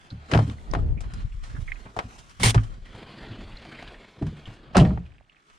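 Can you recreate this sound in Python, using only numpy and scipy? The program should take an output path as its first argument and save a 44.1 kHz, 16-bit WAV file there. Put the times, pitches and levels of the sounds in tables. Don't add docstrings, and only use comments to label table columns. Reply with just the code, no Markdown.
import sys
import numpy as np
from scipy import signal
from scipy.fft import rfft, irfft, next_fast_len
from scipy.io import wavfile
from scipy.ndimage import uniform_filter1d

SR = 44100
rng = np.random.default_rng(int(sys.argv[2]) if len(sys.argv) > 2 else 0)


def generate_wav(signal):
    frames = np.transpose(np.atleast_2d(signal))
    scaled = np.clip(frames, -1, 1) * 32767
    pcm = np.round(scaled).astype(np.int16)
    wavfile.write(sys.argv[1], SR, pcm)


N = 246203


def gain_of(db):
    return 10 ** (np.asarray(db) / 20)


def evened(x):
    return x / np.sqrt(np.mean(x ** 2) + 1e-20)


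def spectrum_at(points, hz):
    f, value = np.transpose(points)
    return np.interp(np.log(hz + 1), np.log(f + 1), value)


def curves_at(rows, t):
    s, *rest = np.transpose(rows)
    return [np.interp(t, s, column) for column in rest]


def add(mix, s, sound):
    part = mix[..., max(round(s * SR), 0):][..., :sound.shape[-1]]
    part += sound[..., :part.shape[-1]]


def left_right(db):
    return np.array([[db / 2], [-db / 2]])


def ringing(rings, hz):
    return 1 + sum(gain_of(db) / abs(1 + 2j * (hz - f) / width) for f, width, db in rings)


def ports(a, b, hz):
    # f/Hz, correlation before the cavity resonance
    likeness = [(60, 0.96), (300, 0.92), (700, 0.63), (1300, 0.13), (2000, 0.23), (3100, 0.47),
                (6800, 0.19), (15000, 0.15)]
    # f/Hz, bandwidth/Hz, level/dB
    cavity = (1290, 100, 13.5)
    same = np.clip(spectrum_at(likeness, hz), -1, 1)
    mid = np.sqrt((1 + same) / 2)
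    side = np.sqrt((1 - same) / 2) * ringing([cavity], hz)
    return np.array([mid * a + side * b, mid * a - side * b])


def pair(gain, seconds):
    size = next_fast_len(round(seconds * SR))
    hz = np.fft.rfftfreq(size, 1 / SR)
    a, b = rfft(rng.standard_normal((2, size)))
    return evened(irfft(ports(a, b, hz) * gain(hz), size))


def struck(blows, modes, dense_db, shudder_s):
    t = np.arange(2 * SR // 5) / SR
    hz, level_db, t60 = np.transpose(modes)[:, :, None]
    fall = gain_of(level_db - 60 * t / t60) * np.cos(np.pi / 2 * t / t[-1])
    signs = (-1) ** np.arange(len(modes))
    ring = signs @ (fall * np.sin(2 * np.pi * hz * t))
    out = np.zeros(N)
    noise = rng.standard_normal((len(blows), SR // 8))
    near = rng.uniform(-1, 1, (len(blows), 2, len(modes), 1))
    for (s, db, contact_ms, shudder_db), jitter, (tune, turn) in zip(blows, noise, near):
        dense = (fall * np.sin(2 * np.pi * hz * (1 + .1 * tune) * t + np.pi * turn)).sum(0)
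        dense *= gain_of(dense_db) * np.minimum(t / 0.0054, 1)
        force = jitter * gain_of(-60 * t[:len(jitter)] / max(shudder_s, .005))
        force *= gain_of(shudder_db) / np.linalg.norm(force)
        force[0] += 1
        push = signal.windows.hann(max(int(contact_ms * SR / 1000), 3))
        sound = signal.fftconvolve(signal.fftconvolve(force, push), ring + dense)
        add(out, s, gain_of(db) * sound / abs(sound).max())
    return out


def click(db, ring_hz, low_db, high_db, t60, pan_db, rise_ms=1.0):
    # f/Hz, bandwidth/Hz, level/dB
    metal = [(1830, 100, -2.5), (2450, 160, -6.5), (3030, 170, -2.5), (4100, 250, -5.5), (5050, 310, -3)]
    ring_spread = .22
    ring_db, ring_soft_db_per_ms = -.6, .4
    ring_share, ring_loss_per_db = 0.23, 0.06
    broad = [(150, low_db - 6.5), (700, low_db + 5.5), (2500, 0.016),
             (7500, high_db), (9500, high_db - 3.0), (11500, high_db - 26.0)]
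    noise = pair(lambda hz: gain_of(spectrum_at(broad, hz)) * ringing(metal, hz), .25)
    t = np.arange(noise.shape[1]) / SR
    t60 = max(t60, .008)
    share = np.clip(ring_share - ring_loss_per_db * low_db, 0, 1)
    rise = np.minimum(t / (max(rise_ms, .2) / 1000), 1)
    t = np.maximum(t - rise_ms / 1000, 0)

    dull = signal.sosfilt(signal.butter(2, 1800, fs=SR, output="sos"), noise)
    bright = noise - dull
    tail = gain_of(-23 - 60 * t / 0.34)
    burst = dull * (gain_of(-60 * t / t60) + tail)
    burst = burst + bright * (gain_of(-60 * t / (0.75 * t60)) + 0.8 * tail)

    tone = pair(lambda hz: 1 / (1 + (2 * (hz - ring_hz) / (ring_spread * ring_hz)) ** 2), .25)
    tone = tone * gain_of(-60 * t / (0.8 * t60))
    tone_gain = share * gain_of(ring_db - ring_soft_db_per_ms * rise_ms)
    return ((1 - share) * burst + tone_gain * tone) * rise * gain_of(db + left_right(pan_db))


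def hush():
    # f/Hz, relative spectral level/dB per Hz
    hush_colour = [(140, -47.5), (230, -15), (419, -1), (483, -15.5), (607, -5.5), (995, -8.5),
                   (1660, -2.5), (2490, -16), (3370, -13), (8880, -22.5), (15600, -62)]
    hush_db = -69.5
    return gain_of(hush_db) * pair(lambda hz: gain_of(spectrum_at(hush_colour, hz)), N / SR)[:, :N]


def rumble():
    # t/s, deep rumble level/dB, upper rumble level/dB
    rumble_levels = [(0.0, -41, -63), (0.09, -67, -73), (0.5, -54, -66), (0.71, -34, -41.5),
                     (0.84, -29, -25), (1.0, -36.5, -36), (1.21, -35, -37.5), (1.36, -32, -55.5),
                     (1.55, -37.5, -36), (1.74, -37.5, -59), (1.97, -65, -65), (2.14, -54, -55),
                     (2.44, -63, -54), (2.58, -41, -31), (2.69, -30, -43), (2.88, -50.5, -55),
                     (3.05, -48, -47), (3.15, -54, -63), (3.35, -46, -47), (3.55, -41, -44),
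                     (3.7, -61, -70), (3.92, -44.5, -52), (4.15, -72.5, -75), (4.38, -49.5, -57),
                     (4.66, -57, -66), (4.76, -46, -40), (4.96, -47, -35.5), (5.12, -56, -52),
                     (5.27, -64, -61.5), (5.35, -74.5, -79), (5.58, -63.5, -81)]
    # t/s, peak level/dB (mean of both ports), length/ms, left-right difference/dB
    puffs = [(0.71, -27, 13.6, 10), (0.808, -29, 12.4, -1), (0.882, -22, 20.4, 16), (0.947, -27, 22.7, 21),
             (1.13, -35, 13, 3.0), (1.243, -23, 20.1, 17.5), (1.338, -32, 24.5, 16),
             (1.584, -29.5, 15.8, -21.5), (1.617, -33, 22, -26.5), (1.709, -40.5, 17, 15)]

    def band(x, lo_hz, hi_hz):
        sos = signal.butter(2, [lo_hz, hi_hz], "band", fs=SR, output="sos")
        return evened(signal.sosfilt(sos, x))

    deep_db, upper_db = curves_at(rumble_levels, np.arange(N) / SR)
    noise = rng.standard_normal((3, 2, N))
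    lumps = evened(uniform_filter1d(uniform_filter1d(noise[2], 900), 900))
    out = gain_of(deep_db) * band(noise[0], 28, 42.5) + gain_of(upper_db) * band(noise[1], 37, 120)
    out *= gain_of(3.45 * lumps)
    for s, db, ms, side_db in puffs:
        u = np.linspace(-2.5, 2.5, int(ms * SR / 1000))
        swing = (2 * u ** 2 - 1) * np.exp(-u ** 2)
        add(out, s, swing * gain_of(db + left_right(side_db)))
    return out


def rustle():
    # t/s, mids level/dB, low mids level/dB, treble level/dB
    strength = [(0.0, -53.5, -56.5, -67), (0.22, -56, -56, -73.5), (0.36, -42.5, -44.5, -55),
                (0.6, -58.5, -53.5, -68.5), (0.76, -53.5, -41, -70), (0.95, -66.5, -63, -79.5),
                (1.15, -46, -58.5, -62.5), (1.3, -60, -73, -71.5), (1.6, -51.5, -55, -63.5),
                (1.93, -57, -57, -68), (2.15, -53.5, -54.5, -60), (2.41, -54.5, -66.5, -66.5),
                (2.52, -45.5, -50, -54.5), (2.8, -60, -62, -73), (3.0, -46, -47, -67),
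                (3.25, -43.5, -42, -68.5), (3.5, -48.5, -51.5, -68.5), (3.84, -44.5, -45, -66.5),
                (4.05, -52.5, -53, -71), (4.15, -55, -56, -72), (4.5, -50.5, -51.5, -68.5),
                (4.72, -59.5, -56.5, -84), (4.88, -50.5, -42, -67.5), (5.05, -67, -63, -81.5),
                (5.25, -73, -71, -87), (5.58, -60, -70.5, -70)]
    # f/Hz, relative spectral level/dB per Hz
    cloth_colour = [(90, -22), (150, -3.5), (307, -8.5), (468, -13), (761, -17.5), (1400, -23.5),
                    (3340, -28), (4590, -30.5), (5430, -30), (7300, -31.5), (9020, -35), (12100, -47),
                    (15600, -73)]
    # f/Hz, bandwidth/Hz, level/dB
    cloth_rings = [(720, 140, 1), (1520, 310, 0.5), (2173, 360, 0.5), (3040, 400, -3), (3355, 180, -1),
                   (4160, 620, -7.5), (4300, 390, -6)]
    frames, hz = N // 128 + 5, np.fft.rfftfreq(512, 1 / SR)
    a, b, c, d, patches = rng.standard_normal((frames, 257, 5)).transpose(2, 0, 1)
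    patches = evened(uniform_filter1d(uniform_filter1d(patches, 40, 0), 2, 1))
    slips = evened(uniform_filter1d(rng.standard_normal(frames), 4))[:, None]
    strokes = rng.standard_normal((frames, 257))
    strokes = evened(uniform_filter1d(uniform_filter1d(strokes, 150, 1), 18, 0))
    flicker_db = 2.57 * patches + 1.58 * slips + 1.3 * strokes

    colour = gain_of(spectrum_at(cloth_colour, hz)) * ringing(cloth_rings, hz)
    z = ports(a + 1j * b, c + 1j * d, hz) * colour * gain_of(flicker_db)
    low = spectrum_at([(850, 1), (1150, 0.16)], hz)
    high = spectrum_at([(4800, 0), (5300, 0.95)], hz)
    out = 0
    for share, level_db in zip((1 - low - high, low, high), curves_at(strength, np.arange(N) / SR)):
        part = signal.istft((z * share).transpose(0, 2, 1), nperseg=512, noverlap=384)[1][:, :N]
        out = out + evened(part) * gain_of(level_db)
    return out


def grit():
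    start_s, start_db, fade_db_per_s = 4.88, -68, -8
    snaps_per_s = 220
    size = gain_of(4.5 * np.minimum(rng.exponential(1, N), 3)) * (rng.random(N) < snaps_per_s / SR)
    kind = rng.integers(0, 8, N)
    t = np.arange(300) / SR
    sound = 0
    for k, hz in enumerate(np.geomspace(1600, 3200, 8)):
        snap = t * gain_of(-60 * t / 0.0025) * np.sin(2 * np.pi * hz * t)
        sound = sound + signal.oaconvolve(size * (kind == k), snap)[:N]
    end_s = N / SR
    end_db = start_db + fade_db_per_s * (end_s - start_s)
    level_db = np.interp(np.arange(N) / SR, [start_s, end_s], [start_db, end_db], left=-120)
    return evened(sound) * gain_of(level_db + left_right(-6))


def scuffs():
    # t/s, level/dB, ringing f/Hz, low mids level/dB, treble level/dB, t60/s of the dull part
    scuff_rows = [(0.6628, -45, 1240, -14, -7, 0.08), (1.0318, -45, 1425, 5, -15, 0.082),
                  (1.0975, -50, 1380, 0, -30, 0.065), (1.1982, -47.5, 1530, 0, -13, 0.11),
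                  (1.316, -49, 2620, -18, -17, 0.046), (1.4296, -43, 1910, -0.5, -4.5, 0.41),
                  (1.492, -42.5, 1630, -8, -7, 0.21), (1.5456, -43, 1630, -18, -21, 0.045),
                  (1.8522, -44, 1230, 4, -44, 0.17), (2.0937, -47, 1340, 0, -24, 0.19),
                  (2.18, -43.5, 3300, -3, 2, 0.15), (2.8493, -43, 1960, -8, -13, 0.33),
                  (3.325, -41, 3110, -22, -23, 0.098), (3.3994, -41, 1470, -2, -20, 0.12),
                  (3.513, -40.5, 2650, -21, -24, 0.047), (3.5644, -40, 4060, -25, -12, 0.034),
                  (3.7053, -40, 1800, -13, -22, 0.27), (3.7436, -38, 2460, -10, -19, 0.12),
                  (3.7786, -38, 2115, -19, -24, 0.18), (3.9364, -40, 1790, -8, -22, 0.09),
                  (4.373, -44, 1604, -12, -27, 0.031), (4.4783, -43, 1710, -6, -22, 0.24),
                  (4.5304, -46.5, 1600, -7.5, -4, 0.16), (4.728, -47, 1500, 5, -15, 0.1),
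                  (4.7454, -18, 1145, 8.5, -23, 0.13)]
    rise_ms, pan_db = 9.5, -2
    out = np.zeros((2, N))
    for s, *row in scuff_rows:
        add(out, s, click(*row, pan_db, rise_ms))
    return out


def clicks():
    click_rows = [(0.1034, -44.5, 4160, -13, -23, 0.082, -5), (0.1101, -46.5, 1440, -16, -14, 0.077, 1.0),
                  (0.2987, -40, 2990, 26, -2, 0.14, -1), (0.3142, -24.5, 1280, 3.5, -12.5, 0.11, 3),
                  (0.3356, -12.5, 2450, -1.5, -21.5, 0.042, 5), (0.3464, -15, 1520, 14.5, -15.5, 0.082, 1),
                  (0.3745, -24, 1400, 7, -15, 0.04, 9), (0.3894, -20.5, 1406, 16.5, -15, 0.074, 2),
                  (0.4978, -30, 3270, -5, -12.5, 0.019, 3), (0.5836, -48.5, 1950, -10, -10, 0.063, -3),
                  (0.7123, -33, 5300, -18, 1, 0.016, -4), (0.7357, -19.5, 1130, 13, -13.5, 0.036, 3.5),
                  (0.7492, -19.5, 1240, 14.5, -21, 0.056, 1), (0.7891, -36.5, 1270, -14, -26, 0.036, 6),
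                  (0.9742, -48.5, 2380, -21, -11, 0.16, -10), (1.0056, -41, 2360, 2.5, -1, 0.12, -0.5),
                  (1.1363, -39, 3030, 3, 1, 0.054, -2), (1.5638, -39, 1570, -18, -15, 0.083, -8),
                  (1.6771, -37, 2080, -15, -14, 0.14, -7), (1.7185, -23.5, 2120, -33, -7, 0.035, -8),
                  (1.7569, -41, 2160, -20, 6, 0.055, -4.0), (1.9649, -28.5, 1220, 22.5, -5.5, 0.12, 2),
                  (1.9889, -17.5, 1370, 7.5, -18.5, 0.054, 1), (2.2952, -43.5, 2120, -5, 6, 0.034, 5),
                  (2.3989, -34, 3040, 8, -2, 0.18, -2), (2.5446, -19, 2120, 9, -8.5, 0.073, -0.5),
                  (2.5775, -20, 1300, -8, -39, 0.076, -0.5), (2.6334, -45, 3060, -1, -3.5, 0.17, -5),
                  (2.9497, -41.5, 1500, 11, -11, 0.06, 7), (3.65, -38, 1000, 5, -18, 0.042, 1),
                  (3.8244, -33, 3250, 8, -12.5, 0.049, 0.0), (3.8766, -36.5, 3420, -12, -3, 0.041, -6),
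                  (4.2228, -33, 1215, 16, -13.5, 0.078, -1), (4.2657, -39.5, 2340, 5, -9.5, 0.1, 0),
                  (4.4553, -40.5, 3090, -8, -15.5, 0.17, 0.5), (4.7556, -14, 1212, 29, -31, 0.13, -2.5),
                  (4.7674, -10, 1760, 7, -8, 0.049, -2), (4.7764, -15, 1197, 9.5, -7.5, 0.12, 0.5),
                  (4.7974, -22, 2900, -7, -11, 0.12, -4), (4.8094, -21.5, 1990, 26, -9.5, 0.14, 4),
                  (4.8484, -27, 2900, 4.5, -22, 0.096, -1), (4.9054, -31, 1190, 20, -31.5, 0.047, -4.5),
                  (4.9741, -32.5, 1200, 11, -41, 0.038, 0), (5.0619, -50, 2510, -6, -11, 0.05, -3.5),
                  (5.1183, -50.5, 2580, -19.5, -39.5, 0.032, -8),
                  (5.1821, -51, 2440, -11.5, -34.5, 0.025, -7), (5.2091, -52, 650, -10, -30, 0.033, -6),
                  (5.2969, -49, 2800, -16.5, -35.5, 0.036, -6),
                  (5.3647, -49, 2390, -16.5, -33, 0.035, -5.5), (5.4989, -48, 1660, -0.5, -13.5, 0.04, -6)]
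    out = np.zeros((2, N))
    for s, *row in click_rows:
        add(out, s, click(*row))
    return out


def rasp():
    # f/Hz, relative spectral level/dB per Hz
    scrape_colour = [(240, -19.5), (400, 0), (634, -11.5), (695, -3), (989, -2.5), (1320, -11),
                     (2130, -0.5), (2520, -4.5), (3080, -2.5), (7840, -10), (8860, -8), (10500, -13.5),
                     (11500, -42), (13800, -20), (15600, -31)]
    # f/Hz, bandwidth/Hz, level/dB
    scrape_rings = [(2200, 83, -3), (3450, 120, -6.5), (8780, 250, 2), (9110, 60, -3)]
    bite_s, hold_s, release_s = 0.036, .075, 0.023
    bite_db, slack_db, sag_db, end_db = -16, -25, -8, -48.5
    t = np.arange(0, bite_s + hold_s + release_s, 1 / SR)
    noise = pair(lambda hz: gain_of(spectrum_at(scrape_colour, hz)) * ringing(scrape_rings, hz), .2)
    flutter = evened(uniform_filter1d(rng.standard_normal(len(t)), 50))
    stages = np.cumsum([0, bite_s - .005, .005, hold_s, release_s])
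    level_db = bite_db + np.interp(t, stages, [slack_db, slack_db + 9, 0, sag_db, end_db])
    return noise[:, :len(t)] * gain_of(level_db + 1.8 * flutter)


def cab():
    # t/s, peak level/dB, contact/ms, shudder level/dB
    thuds = [(1.854, -36.5, 2.2, -10), (1.963, -31.5, 1.1, -14), (2.037, -28.5, 3.3, 9),
             (2.394, -28, 2.5, 0), (2.41, -18, 3, -12), (2.433, -12.5, 4.4, -3), (2.454, -12, 3.1, -4.5),
             (2.479, -17, 3, -17), (2.549, -8, 2.64, 1.5), (2.559, -15, 2.8, -1), (2.769, -40, 3.4, -8),
             (2.94, -36, 1.8, -11), (3.298, -30.5, 3.4, 13), (3.379, -37, 2.4, 17), (3.812, -44, 1.1, -12),
             (4.475, -30.5, 1.7, -4)]
    # f/Hz, relative level/dB, t60/s
    cab_modes = [(33, -16, .25), (53, -12, 0.26), (109.4, -2.5, 0.18), (138.7, -7.5, 0.12),
                 (176.5, -7.5, 0.14), (220.5, -10.5, 0.15), (251.6, -13, 0.24), (316, -15, .08),
                 (384, -18, 0.088), (644, -20.5, 0.11), (950, -19, .07)]
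    return struck(thuds, cab_modes, dense_db=-4.5, shudder_s=0.049)


def door():
    # t/s, peak level/dB, contact/ms, shudder level/dB
    door_blows = [(0.114, -26.5, 3.5, 0), (0.143, -35, 3.6, 2), (0.298, -36, 1.5, 1),
                  (0.322, -12.5, 2.2, 2), (0.34, -10.5, 1.6, 7.5), (0.351, -11.5, 3.1, 1.5),
                  (0.384, -13.5, 3.5, 7), (0.411, -22.5, 4.2, 4), (0.472, -23.5, 3.3, 2),
                  (0.734, -26.5, 1.9, -5), (0.755, -20.5, 2, 14), (4.169, -42, 2.5, 3),
                  (4.212, -17.5, 2.66, -0.5), (4.232, -20.5, 2.5, 3.5), (4.269, -24, 2.7, 2.5),
                  (4.319, -31, 3, 0)]
    # f/Hz, relative level/dB, t60/s
    door_modes = [(36, -11, .25), (75.6, -7, 0.5), (111.7, -2.5, 0.28), (146.7, -2, 0.32),
                  (168.2, -2, 0.19), (217.6, -6, 0.17), (248.7, -10, 0.18), (293.4, -3, 0.12),
                  (396.3, -10.5, 0.19), (449, -11.5, 0.17), (505, -12, .12), (576, -18, 0.12),
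                  (654, 0, 0.083), (703, -10, 0.16), (770, -41, .1), (915, -51, .1), (1240, -36, .1)]
    return struck(door_blows, door_modes, dense_db=-6.5, shudder_s=.055)


def slam():
    # t/s, peak level/dB, contact/ms, shudder level/dB
    slam_blows = [(4.756, -11, 2.3, 9.5), (4.767, -6.5, 0.95, 0.5), (4.782, -6, 1.33, 2.5),
                  (4.803, -2.5, 1.5, -5), (4.813, -10.5, 1.8, -5), (4.855, -13, 2, 2.5),
                  (4.906, -19.5, 2, -2), (4.965, -28.5, 3.6, 6.5)]
    # f/Hz, relative level/dB, t60/s
    body_modes = [(47.33, -12.5, 0.85), (64.7, -9.5, 0.54), (83.3, -15.5, 0.67), (120.9, -7, 0.38),
                  (147.3, -4.5, 0.28), (173, 3, 0.2), (205.3, -2, .18), (257, -10, 0.25),
                  (291.4, -13, 0.21), (336.6, -9.5, 0.15), (374.6, -5, 0.14), (447, -11.5, 0.27),
                  (490, -13.5, .18), (587, -16, 0.087), (619, -13, 0.28), (710, -14, 0.23),
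                  (735, -18.5, 0.19), (870, -15, 0.072), (1240, -25.5, .14), (1880, -25.5, .2),
                  (2960, -26.5, 0.22)]
    return struck(slam_blows, body_modes, dense_db=-2.2, shudder_s=.04)


def scene():
    mix = hush() + rumble() + rustle() + grit() + scuffs() + clicks()
    add(mix, 2.398, rasp())
    return mix + cab() + door() + slam()


def record(dry):
    # t/s, stereo width 0-1 below the split, stereo width 0-1 above it
    stereo_width = [(0, 0.71, 1), (2.75, 0.73, 1), (2.95, 0.083, 0.67), (3.3, 0.017, .4),
                    (3.55, 0.0083, .15), (4.0, 0.0071, 0.13), (4.2, 0.092, .6), (4.5, 0.21, .7),
                    (4.72, 0.4, 0.4), (5.58, 0.88, 1)]
    split_hz, edge_hz = 5000, 15700
    low_width, high_width = np.clip(curves_at(stereo_width, np.arange(N) / SR), 0, 1)
    mid, side = dry.mean(0), (dry[0] - dry[1]) / 2
    low = signal.oaconvolve(side, signal.firwin(255, split_hz, fs=SR), "same")
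    side = low * low_width + (side - low) * high_width
    both = np.array([mid + side, mid - side])
    rounded = both / (1 + abs(both / .95) ** 4) ** .25
    band_limit = signal.firwin(511, edge_hz, window=("kaiser", 9), fs=SR)
    return signal.oaconvolve(rounded, band_limit[None], "same")


dry = scene()
out = record(dry)
generate_wav(out)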